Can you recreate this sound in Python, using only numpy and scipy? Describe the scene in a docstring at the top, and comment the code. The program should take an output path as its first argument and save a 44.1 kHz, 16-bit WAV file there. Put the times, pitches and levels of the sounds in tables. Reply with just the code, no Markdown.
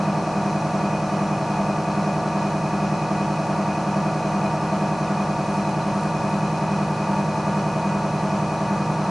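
"""Electric potter's wheel with wet clay

An electric potter's wheel turns steadily, close by, while wet hands open a lump of clay and then ease off.
Knocks and rubs at fixed places in each shaft turn make the housing throb and rattle about ten times a second:
a harmonic stack and resonant noise, modulated again by the slower wheel head once a revolution.
Mains hum, a thin wavering sine whine and the noise bursts of a wet hiss lie on top, with diffuse room sound."""
import sys
import numpy as np
from scipy import signal
from scipy.fft import rfft, irfft
from scipy.io import wavfile

SR = 44100
rng = np.random.default_rng(int(sys.argv[2]) if len(sys.argv) > 2 else 0)


def int16_out(signal):
    """Quantize to a 16-bit WAV file."""
    q = np.round(np.clip(np.atleast_2d(signal).T, -1, 1) * 32767)
    wavfile.write(sys.argv[1], SR, q.astype(np.int16))


N = 401310
TIME, HZ = np.arange(N) / SR, np.fft.rfftfreq(N, 1 / SR)

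WHEEL_RATIO = .2405  # wheel revolutions per shaft turn
START_SPEED, SAG = 10.56266, .0336  # shaft speed and its eventual loss under the hands, turns per s


def from_db(db):
    """Decibels to amplitude gain."""
    return 10 ** (np.asarray(db) / 20)


def unit(x):
    """Normalises to rms 1."""
    return x / np.sqrt(np.mean(x ** 2) + 1e-20)


def read(points):
    """Interpolates a spectrum linearly on a logarithmic frequency axis."""
    hz, value = np.transpose(points)
    return np.interp(np.log(HZ + 1), np.log(hz), value)


def colour(x, gain):
    """Zero-phase filtering: multiplies the spectrum by a gain at every frequency."""
    return irfft(rfft(x) * gain, N)


def drift(hz):
    """Low-passed noise of rms 1: random motion up to about this rate."""
    return unit(colour(rng.standard_normal(N), 1 / (1 + (HZ / hz) ** 4)))


def band(hz, centre_hz, octaves):
    """A Gaussian bell on the log-frequency axis."""
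    return np.exp(-.5 * (np.log2((hz + 1) / centre_hz) / octaves) ** 2)


def swell(at_s, spread_s):
    """A Gaussian bell in time."""
    return np.exp(-.5 * ((TIME - at_s) / spread_s) ** 2)


def shaft(settle_s=3.318, lift_at_s=6.108, lift_s=.75, lift_gain=.0213, sway_turns=.0035):
    """Phase is the integral of speed: sag under the hands, a gain as they lift off, a sway per revolution."""
    sagging = START_SPEED - SAG * (1 - np.exp(-TIME / settle_s))
    speed = sagging + lift_gain * swell(lift_at_s, lift_s)  # turns per s
    even = np.cumsum(speed) / SR
    return even - sway_turns * np.sin(2 * np.pi * WHEEL_RATIO * even)


def tones(count=112, weakest_db=-53):
    """Resonant selection: narrow drive resonances lift out multiples of the shaft speed, as (multiple, gain)."""
    # resonances of the drive: (centre [Hz], width [Hz], rms of a tone at the centre before load and rub [dB])
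    resonances = [(94, 15, -45.5), (128, 7, -45.5), (154.8, 11, -28.2), (199.5, 19, -30), (232, 6, -42.5),
                  (302, 13, -37), (331, 13, -38.3), (401, 8, -42), (538, 6, -41.3), (648.5, 10, -37.7),
                  (675, 6, -41.3), (727, 34, -39.5), (780, 6, -41), (872, 11, -38), (928, 8, -37.8),
                  (1149.5, 6, -39.5)]
    orders = np.arange(1, count)
    order_hz = orders * (START_SPEED - SAG / 2)
    curves = [from_db(db) / (1 + (2 * (order_hz - hz) / width) ** 2) for hz, width, db in resonances]
    gains = np.max(curves, axis=0)
    return [(order, gain) for order, gain in zip(orders, gains) if gain > from_db(weakest_db)]


def hum(turns, waver=0.013, waver_hz=11, scatter_order=60):
    """Fourier synthesis: periodic knocks make a harmonic stack; the wheel's load sets side tones beside it."""
    # knocks in each shaft turn: (place [turns], strength [dB])
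    knocks = [(.022, -4.8), (.286, -2.7), (.52, -2.5), (.861, -.8)]
    # side tones: (multiple of shaft speed, added multiple of wheel speed, rms before load and rub [dB],
    # place where tone and side tone add up [wheel revolutions])
    side_tones = [(14, 1, -42, .49), (19, -1, -38.5, .16), (19, 1, -46, .06)]
    place, strength_db = np.transpose(knocks)

    def phase(order):
        """Superposition of the knocks sets the phase; random scatter by the housing grows with the order."""
        scatter = (order / scatter_order) ** 3 * rng.standard_normal()
        knock_sum = np.sum(from_db(strength_db) * np.exp(-2j * np.pi * order * place))
        return 2 * np.pi * order * turns + scatter + np.angle(knock_sum)

    stack = sum(gain * np.cos(phase(order)) for order, gain in tones())
    beside = 0
    for order, wheel, db, at in side_tones:
        wheel_phase = 2 * np.pi * wheel * (WHEEL_RATIO * turns - at)
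        beside = beside + from_db(db) * np.cos(phase(order) + wheel_phase)
    return np.sqrt(2) * (stack + beside) * (1 + waver * drift(waver_hz))  # sqrt 2: rms to peak


def track(turns, size=4096):
    """Periodic excitation: the running surface's roughness recurs each turn, between the strong tones."""
    orders = np.exp(2j * np.pi * rng.random(size // 2))
    orders[[order for order, _ in tones()]] = 0
    bumps = irfft(orders, 4 * size)
    return unit(np.interp(turns % 1, np.arange(len(bumps)) / len(bumps), bumps))


def rattle(turns, slip_turns=0.00048, slip_hz=2.0, level_db=-28.0):
    """Source and filter: a slightly slipping rough surface, part of it new, shakes the housing's resonances."""
    # broad colour of the housing: (frequency [Hz], relative level [dB])
    body = [(25.0, -24), (55.0, -14), (95.0, -13), (140.0, 2.5), (210.0, -17.5), (260.0, -20), (320.0, -5),
            (470.0, -16), (650.0, -2.5), (1200.0, -14), (1550.0, -21), (3300.0, -29), (6000.0, -31),
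            (10800.0, -39)]
    # resonances of housing and splash pan: (centre [Hz], width [Hz], lift [dB])
    modes = [(159, 9.2, 6), (201.4, 48, 18.5), (290, 25, 1.5), (406.6, 33, 10.5), (486.6, 15.2, 16),
             (574.4, 28, 9), (644.5, 29, 7.5), (726, 28, 0.5), (750, 7.6, -8), (869, 21.5, 14.5),
             (937.4, 46, 12), (1070, 110, 4.5), (1190, 30.4, 10.5), (1227, 85, 5), (1297, 20, 11),
             (1448.5, 62, 12.5), (1679, 138, 10), (1966, 45, 10), (2282, 58, 4.5), (2473, 18, 14.5),
             (2516, 336, 9), (2521, 12.6, 10.5), (2955, 23, 10), (4043, 85, 10.5), (4483, 240, 8),
             (5730, 185, 6), (6320, 840, 5.5)]
    # part of the drive that is new in every turn: (frequency [Hz], share of the power)
    new_share = [(50, 0.5), (200, 0.33), (500, 0.33), (1100, 0.37), (2500, 0.3), (4500, 0.91), (8000, 0.69)]
    repeating = track(turns + slip_turns * drift(slip_hz))
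    fresh = np.clip(read(new_share), 0, 1)
    new_noise = colour(rng.standard_normal(N), np.sqrt(fresh))
    drive = colour(repeating, np.sqrt(1 - fresh)) + new_noise
    peaks_db = sum(db / (1 + (2 * (HZ - hz) / width) ** 2) for hz, width, db in modes)
    housing_db = read(body) + peaks_db
    return from_db(level_db) * unit(colour(drive, from_db(housing_db)))


def pressure(ease_at_s=5.9, ease_s=1.0):
    """A smooth step in the hands' weight, from 1 (heavy, pressing the lump open) to -1 (light fingertips)."""
    return np.tanh((ease_at_s - TIME) / ease_s)


def load(x):
    """Loading alters the drive's response: hand weight fades a gain change in, and its opposite when light."""
    # recolouring at full weight, each bell alone: (centre [Hz], spread [octaves], change [dB])
    loaded_bands = [(116, 0.23, -2), (312, 0.13, 0.9), (574, 0.18, -0.1), (724, 0.087, 1.34),
                    (900, .11, -0.8), (2550, .1, 0.34)]
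    change = sum((from_db(db) - 1) * band(HZ, hz, octaves) for hz, octaves, db in loaded_bands)
    return x + pressure() * colour(x, change)


def rub(x, turns, load_db=0.63, heavy_place=0.073, load_hz=1400, load_octaves=0.91, uneven=0.063):
    """Amplitude modulation by band: the sound changes at each rubbing spot and once per wheel revolution."""
    # rubbing spots in each shaft turn, lifts ahead of levelling:
    # (place [turns], length [turns], centre [Hz], spread [octaves], lift [dB])
    spots = [(.08, 0.031, 640, 0.7, 3.5), (.06, 0.073, 2430, 0.051, 7.5), (.225, 0.011, 1100, 0.77, 4.5),
             (.51, 0.016, 1230, 0.6, 2.5), (.525, 0.013, 2440, 0.21, -9), (.55, 0.017, 590, 0.7, 3.5),
             (.72, 0.058, 1300, 0.54, -0.5), (.78, 0.083, 960, 0.23, 4), (.895, 0.044, 1520, 0.12, 7.5),
             (.94, 0.038, 690, 0.16, 3.5)]
    hz, t, z = signal.stft(x, SR, nperseg=256, noverlap=192)
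    angle = np.interp(t, TIME, turns)
    wheel_db = load_db * np.cos(2 * np.pi * (WHEEL_RATIO * angle - heavy_place))
    lift_db = np.outer(band(hz, load_hz, load_octaves), wheel_db)
    for place, length, centre_hz, octaves, db in spots:
        passing = np.round(angle - place).astype(int)
        force = 1 + uneven * rng.standard_normal(len(t))[passing]  # one draw for each passing
        touch = force * np.exp(-.5 * ((angle - place - passing) / length) ** 2)
        lift_db += db * np.outer(band(hz, centre_hz, octaves), touch)
    gain = from_db(lift_db)
    gain /= np.sqrt(np.mean(gain ** 2, axis=1, keepdims=True))  # levelling: rms gain 1 in each band
    return signal.istft(z * gain, SR, nperseg=256, noverlap=192)[1][:N]


def electrics(mains_db=-54.5, buzz_db=-49.5, whine_hz=5240, whine_db=-57.5, wander_hz=4.8, flutter=0.32):
    """Steady sines for 60 Hz mains and its octave; a frequency- and amplitude-modulated sine for motor whine."""
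    mains = 2 * np.pi * 60 * TIME
    whine_phase = 2 * np.pi * np.cumsum(whine_hz + wander_hz * drift(11.0)) / SR
    whine = np.sin(whine_phase) * (1 + flutter * drift(25))
    hums = from_db(mains_db) * np.sin(mains) + from_db(buzz_db) * np.sin(2 * mains)
    return np.sqrt(2) * (hums + from_db(whine_db) * whine)


def clay(fizz_hz=8500, octaves=0.37, films_per_s=2500, smack_s=.003, palm_db=-63, finger_db=-61):
    """Random impulses: tiny films of wet clay break as a band-limited fizz, with a few decaying smacks."""
    # wipes of the fingers over the wet clay: (time [s], spread [s], level [dB])
    wipes = [(5.55, .07, -56), (6.03, .06, -59), (6.31, .06, -59)]
    # small smacks of wet clay as the fingers shift: (time [s], level before halving [dB])
    smacks = [(5.55, -46), (5.693, -38), (5.95, -45), (6.009, -43), (6.035, -35), (6.07, -43), (6.363, -45)]
    films = rng.standard_normal(N) * (rng.random(N) < films_per_s / SR)
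    wet = band(HZ, fizz_hz, octaves)
    resting = from_db(np.interp(pressure(), [-1, 1], [finger_db, palm_db]))
    wiping = sum(from_db(db) * swell(s, spread_s) for s, spread_s, db in wipes)
    fizz = unit(colour(films, wet)) * np.hypot(resting, wiping)  # powers add
    bursts = sum(from_db(db) * (TIME >= s) * np.exp(-abs(TIME - s) / smack_s) for s, db in smacks)
    return fizz + .5 * bursts * unit(colour(rng.standard_normal(N), wet))


def studio(x, t60=0.27, size=8192):
    """Diffuse reverberation: exponentially decaying noise stands for the studio's scattered reflections."""
    # diffuse sound of the studio: (frequency [Hz], side against mid [dB])
    side_levels = [(60, -7), (92, -28), (140, -23.5), (220, -23.5), (330, -23.5), (510, -22), (790, -20),
                   (1210, -25.5), (1860, -18), (2850, -9), (4380, -9), (6730, -6.5), (10300, -4)]
    tail = rng.standard_normal(size) * from_db(-60 * TIME[:size] / t60)
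    reflections = signal.fftconvolve(x, tail / np.linalg.norm(tail))[:N]
    return colour(reflections, from_db(read(side_levels)))


def scene():
    """Mid-side stereo: the wheel straight ahead, reflections of opposite sign at left and right."""
    turns = shaft()
    machine = rub(load(hum(turns) + rattle(turns)), turns)
    mid = machine + electrics() + clay()
    side = studio(mid)
    return np.array([mid + side, mid - side])


def record(dry, edge_hz=11030):
    """Band limiting: a linear-phase low-pass filter removes the highest treble."""
    low_pass = signal.firwin(1501, edge_hz, window=("kaiser", 9), fs=SR)
    return signal.oaconvolve(dry, low_pass[None], "same")


dry = scene()
out = record(dry)
int16_out(out)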